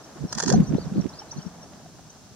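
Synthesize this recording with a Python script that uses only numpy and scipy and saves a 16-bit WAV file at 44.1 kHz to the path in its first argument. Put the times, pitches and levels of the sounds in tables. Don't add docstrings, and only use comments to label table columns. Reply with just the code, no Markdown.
import sys
import numpy as np
from scipy import signal
from scipy.fft import rfft, irfft
from scipy.io import wavfile
from scipy.ndimage import uniform_filter1d

SR = 44100
rng = np.random.default_rng(int(sys.argv[2]) if len(sys.argv) > 2 else 0)


def inscribe(sig):
    pcm = np.round(np.clip(np.atleast_2d(sig).T, -1, 1) * 32767)
    wavfile.write(sys.argv[1], SR, pcm.astype(np.int16))


N = 103635
T = np.arange(N) / SR
FREQS = np.maximum(np.fft.rfftfreq(N, 1 / SR), 1)


def undb(db):
    return 10 ** (np.asarray(db) / 20)


def tone_curve(points):
    hz, db = np.array(points).T
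    return undb(np.interp(np.log(FREQS), np.log(hz), db))


def level_curve(points):
    return undb(np.interp(T, *np.array(points).T))


def colour(x, gain):
    return irfft(rfft(x) * gain / np.sqrt(np.mean(gain ** 2)), N)


def pan(db):
    return undb(np.minimum([[db], [-db]], 0))


def widen(pair, width_points):
    width = tone_curve(width_points)
    mid, side = rfft(pair)
    return irfft(np.array([mid + width * side, mid - width * side]) / np.sqrt(1 + width ** 2), N)


def burst(start, attack, t60):
    age = T - start
    return np.clip(age / attack, 0, 1) * np.exp(-np.log(1000) * np.maximum(age - attack, 0) / t60)


def wander(rate_hz):
    return colour(rng.standard_normal(N), 1 / (1 + (FREQS / rate_hz) ** 4))


def impulses(rows):
    out = np.zeros(N)
    for at, db in rows:
        out[int(at * SR)] = undb(db)
    return out


# (frequency [Hz], relative level [dB])
AIR_TONE = [(25,-19),(45,-6),(70,-4.5),(105,-3),(165,2.5),(240,-3),(320,-7.5),(450,-11.5),(550,-12),(650,-8),(830,-12.5),(1200,-15.5),(1700,-20),(2050,-26),(3500,-26),(4600,-24),(6000,-19.5),(7900,-26.5),(11000,-37),(15500,-44.5)]
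AIR_WIDTH = [(40,0),(150,-11),(400,-8.5),(700,-9.5),(1400,-8),(2500,-1),(4400,-3),(8000,5.5),(14000,-3)]
# (time [s], relative level [dB])
WIND_LEVELS = [(0,-48.5),(.1,-50),(.2,-51),(.6,-33),(1.1,-45.5),(1.35,-52),(1.6,-46.5),(1.9,-49),(2.1,-49),(2.35,-48)]
RIPPLE_LEVELS = [(0,-46),(.2,-43.5),(.7,-41),(1.1,-43),(1.35,-43),(1.6,-45.5),(2.0,-49),(2.35,-52)]
HISS_LEVELS = [(0,-43.5),(.2,-43),(.8,-43),(1.4,-44.5),(2.35,-44.5)]

def lakeside():
    wind_edge_hz, hiss_edge_hz, gust_db, ripple_db = 290, 2370, 1.9, 2
    air = rfft(widen(colour(rng.standard_normal((2, N)), tone_curve(AIR_TONE)), AIR_WIDTH))
    low = 1 / (1 + (FREQS / wind_edge_hz) ** 4)
    high = 1 / (1 + (hiss_edge_hz / FREQS) ** 4)
    wind = irfft(air * low, N) * level_curve(WIND_LEVELS) * undb(gust_db * wander(6.5))
    water = irfft(air * (1 - low - high), N) * level_curve(RIPPLE_LEVELS) * undb(ripple_db * wander(28))
    hiss = irfft(air * high, N) * level_curve(HISS_LEVELS)
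    return wind + water + hiss


# (time [s], pitch [Hz], level [dB])
PLOPS = [(1.216,828,-33),(1.327,893,-37.5),(1.656,690,-43.5),(1.728,604,-42.5),(1.858,706,-39),(1.990,717,-39)]

def lapping_waves():
    splash_octaves, splash_db = 0.8, -13.5
    out = np.zeros(N)
    for at, hz, db in PLOPS:
        band = np.exp(-(np.log2(FREQS / hz) / splash_octaves) ** 2 / 2)
        splash = undb(splash_db) * colour(rng.standard_normal(N), band)
        bubble = np.sin(2 * np.pi * hz * (T - at))
        out += undb(db) * burst(at, attack=0.0047, t60=0.026) * (bubble + splash)
    return out


# (middle time [s], length [s], first pitch [Hz], middle pitch [Hz], last pitch [Hz], level [dB])
BIRD_NOTES = [(0.045,0.015,5100,5630,5900,-46.5),(0.299,0.042,5650,5580,6240,-44.5),(0.304,.04,4120,4290,4160,-54.5),(.549,0.0315,6590,5870,6900,-35),(0.55,0.033,5080,4090,5150,-44.5),
              (0.64,.025,6600,6380,5700,-48),(0.647,0.028,4510,4500,3900,-49),(0.682,0.038,4770,6130,5320,-43.5),(0.806,0.095,2950,4700,3160,-49),(0.852,0.017,5740,5380,5900,-54),
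              (0.978,0.086,3250,4510,3230,-55),(1.164,0.085,3190,4880,3910,-51),(1.198,0.019,5100,5600,5250,-35.5),(1.211,0.03,3730,3030,3200,-54.5),(1.303,0.045,4320,4120,5100,-54),(1.318,0.017,4560,5950,5260,-34.5),
              (1.374,0.014,3900,4320,3980,-47),(1.382,0.029,6060,6100,5550,-44),(1.389,0.019,5820,4900,4300,-47),(1.408,0.036,3740,3030,3540,-57.5),(1.426,0.016,4230,5750,5430,-41.5),(1.469,0.015,5400,5730,5900,-44),
              (1.634,0.03,5800,5660,5600,-48),(2.103,0.013,5800,6040,6000,-45)]
# (middle time [s], level [dB])
BIRD_CHIPS = [(.772,-46.5),(0.854,-48),(1.014,-41),(1.094,-39)]

def songbird():
    chip_hz, chip_fall_hz, chip_s = 5710, 1530, 0.013
    flicker_db, echo_db, right_lag_s = 2.5, -9, 0.00006
    song = np.zeros(N)
    waver = 1 + 0.013 * wander(250)
    for at, length, first_hz, middle_hz, last_hz, db in BIRD_NOTES:
        near = abs(T - at) < length / 2
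        u = 2 * (T[near] - at) / length
        bend_hz = (first_hz + last_hz) / 2 - middle_hz
        hz = middle_hz + u * (last_hz - first_hz) / 2 + u ** 2 * bend_hz
        phase = 2 * np.pi * np.cumsum(hz * waver[near]) / SR
        song[near] += undb(db) * np.sqrt(1 - u ** 2) * np.sin(phase)
    for at, db in BIRD_CHIPS:
        near = abs(T - at) < chip_s / 2
        u = 2 * (T[near] - at) / chip_s
        phase = 2 * np.pi * np.cumsum(chip_hz - chip_fall_hz * u / 2) / SR
        song[near] += undb(db) * (1 - u ** 2) * np.sin(phase)
    song *= undb(flicker_db * wander(103))
    shore = rng.standard_normal((2, N)) * burst(0, attack=0.004, t60=0.16)
    echo = signal.fftconvolve(song[None], shore / np.sqrt(np.sum(shore[0] ** 2)))[:, :N]
    direct = np.array([song, np.interp(T - right_lag_s, T, song)])
    return direct + undb(echo_db) * echo


# (time [s], relative level [dB])
DRY_TICKS = [(.565,-37),(0.577,-34),(0.604,-32.5),(0.7246,-35),(0.745,-34),(.938,-41),(.949,-45),(.970,-38),(1.022,-36),(1.043,-37),(1.065,-36.5),(1.736,-41)]
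BRIGHT_SNAPS = [(.5735,-50),(.603,-45),(.6065,-42)]
# (frequency [Hz], relative level [dB])
TICK_TONE = [(300,6),(1500,16),(3600,10.5),(4800,-3),(12000,-27)]

def ticks():
    snap_hz, gain_db = 8000, 13.5
    dull = colour(impulses(DRY_TICKS), tone_curve(TICK_TONE))
    bright = colour(impulses(BRIGHT_SNAPS), 1 / (FREQS / snap_hz + snap_hz / FREQS) ** 2)
    return pan(-9.5) * undb(gain_db) * (dull + bright)


# (time [s], relative level [dB])
SLIPS = [(0.3263,-17.5),(0.3502,-22.5),(0.3758,-29),(0.3795,-33),(0.3828,-16.5),(0.393,-25),(0.4004,-15.5),(0.403,-21),(0.4205,-25.5),(0.4252,-19.5),
         (0.4356,-17.5),(0.4437,-30),(0.46,-21),(0.475,-30),(0.4785,-21),(0.4815,-21),(0.4912,-21.5),(0.501,-13),(0.5241,-15.5),(0.5363,-25.5)]
# (frequency [Hz], relative level [dB])
CRACK_TONE = [(200,-29),(550,-3),(780,0.5),(950,3),(1250,-3.5),(1450,-3),(1870,-0.5),(2020,-18),(2800,-13.5),(3450,-9.5),(3750,-11.5),(4400,0.5),(5850,3.5),(7200,3),(8300,-8),(9700,-19),(10900,-21),(12000,-34),(15500,-40)]
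CRACK_WIDTH = [(200,-31),(1800,-10),(3200,-3.5),(4500,2.5),(6500,2),(8500,20.5),(12000,-5)]
# (pitch [Hz], relative level [dB], time to fade by 60 dB [s])
BODY_RINGS = [(1030,-13.5,0.08),(1480,-16,0.17),(1609,-11,0.078),(1824,-16,0.1),(3380,-17.5,0.095),(4540,-33,0.055),(5200,-25,0.027),(5820,-13.5,0.18),(6040,-13,0.045),(6460,1.5,0.031),(6740,-13,.025)]

def creak():
    attack_s, creep_s, left_lag_s = 0.00082, 0.027, 0.00006
    tail_db, creep_db, crack_db, ring_db = -13, -15.5, -1.5, -7
    scatter_db, detune = 4.5, 0.0107
    kicks = impulses(SLIPS)
    slips = signal.fftconvolve(kicks, burst(0, attack_s, t60=0.023))[:N]
    tails = np.sqrt(abs(signal.fftconvolve(kicks ** 2, burst(0, attack_s, t60=0.065) ** 2)[:N]))
    creep = signal.fftconvolve(kicks, np.hanning(int(creep_s * SR)), mode="same")
    crackle = undb(-wander(580))
    loudness = (slips + undb(tail_db) * tails + undb(creep_db) * creep) * crackle
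    grit = colour(loudness * rng.standard_normal((2, N)), tone_curve(CRACK_TONE))
    crack = undb(crack_db) * widen(grit, CRACK_WIDTH)
    ring, size = np.zeros((2, N)), SR // 10
    age = np.array([T - left_lag_s, T])[:, :size]
    onset = np.clip(age / attack_s, 0, 1)
    for at, slip_db in SLIPS:
        start = int(at * SR)
        for hz, db, t60 in BODY_RINGS:
            fade = undb(db + scatter_db * rng.standard_normal() - 60 * age / t60)
            tone = np.sin(2 * np.pi * hz * (1 + detune * rng.standard_normal()) * age)
            ring[:, start:start + size] += undb(ring_db + slip_db) * onset * fade * tone
    return pan(-1.5) * (crack + ring) / 2


# (time [s], pitch [Hz], relative level [dB], left minus right [dB], fade time [cycles])
PORT_KNOCKS = [(0.163,345,-38.5,1,1.4),(0.219,146,-24,-16,1.43),(.241,255,-16.5,-0.5,0.23),(0.252,185,-18.5,1,.6),(0.373,212,-22.5,-34,0.86),(0.437,430,-16,-32,0.67),(0.456,239,-21.5,18,0.33),
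               (0.471,295,-14.5,-37,0.66),(0.486,198,-14.5,-33,0.69),(0.498,390,-13.5,-41,1.8),(.519,524,-10.5,-37,0.92),(0.525,136,-15,7,1.17),
               (0.539,261,-12.5,-23,0.19),(.543,728,-11.5,-38,1.82),(0.548,196.8,-9.5,2.5,1.87),(0.561,212,-17,3,1.4),(0.571,198,-8,-3.5,1.5),(0.583,213,-7.5,22,0.42),(0.605,192,-7.5,-1.5,0.95),
               (0.631,168,-16,0.5,0.64),(0.701,156,-15.5,-37,1.2),(0.712,218,-15,27,0.46),(0.72,246,-14.5,18,0.24),(0.739,251,-7,-17,0.5),
               (.7495,730,-23,7,0.47),(.754,219,-7,5.5,0.45),(0.7854,440,-13.5,-32,0.67),(0.867,140.6,-21.5,-31,0.99),(0.879,156,-26.5,14,0.6),(.925,193,-22,-1,0.97),
               (0.935,192,-31,-19,0.79),(0.947,172,-24.5,-25,0.48),(.962,297,-15.5,12,0.87),(.977,220,-16.5,-19,1.97),(.983,232,-9.5,33,0.36),(0.998,176,-13,-26,0.98),
               (1.022,131,-26.5,29,0.98),(1.058,235,-8.5,-44,0.27),(1.365,170,-24,-32,0.56),(1.386,162,-23,6,0.9),(1.468,181,-21,16,0.51),(2.323,117,-45.5,1,0.74)]
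# (frequency [Hz], relative level [dB])
FLUTTER_TONE = [(25,-38),(60,-3.5),(110,-4.5),(170,7.5),(300,-2.5),(500,-11),(750,-22.5),(1100,-31),(1800,-38),(2300,-42.5),(6000,-50),(15000,-85)]

def knocks():
    rise_share = 0.82
    lag_cycles = 0.12
    bass_cut_hz, flutter_db, flutter_s = 80, -7, 0.032
    pulses, power = np.zeros((2, N)), np.zeros((2, N))
    for at, hz, db, pan_db, fade in PORT_KNOCKS:
        near = abs(T - at) < 0.06
        cycles = (T[near] - at) * hz
        swell = undb(db) * pan(pan_db) / np.cosh(cycles / fade / np.where(cycles < 0, rise_share, 1))
        late = np.array([[pan_db < 0], [pan_db >= 0]]) * lag_cycles
        pulses[:, near] += swell * np.cos(2 * np.pi * (cycles - late))
        power[:, near] += swell ** 2
    thumps = irfft(rfft(pulses) / (1 + (bass_cut_hz / FREQS) ** 4), N)
    stir = np.sqrt(abs(uniform_filter1d(power, int(flutter_s * SR))))
    flutter = stir * colour(rng.standard_normal((2, N)), tone_curve(FLUTTER_TONE))
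    return thumps + undb(flutter_db) * flutter


def scene():
    return knocks() + creak() + ticks() + songbird() + lapping_waves() + lakeside()


def record(dry):
    low_cut_hz, top_hz = 19.8, 15750
    thinned = irfft(rfft(dry) / (1 + (low_cut_hz / FREQS) ** 2), N)
    return signal.sosfilt(signal.ellip(10, 0.1, 80, top_hz, fs=SR, output="sos"), thinned)


dry = scene()
out = record(dry)
inscribe(out)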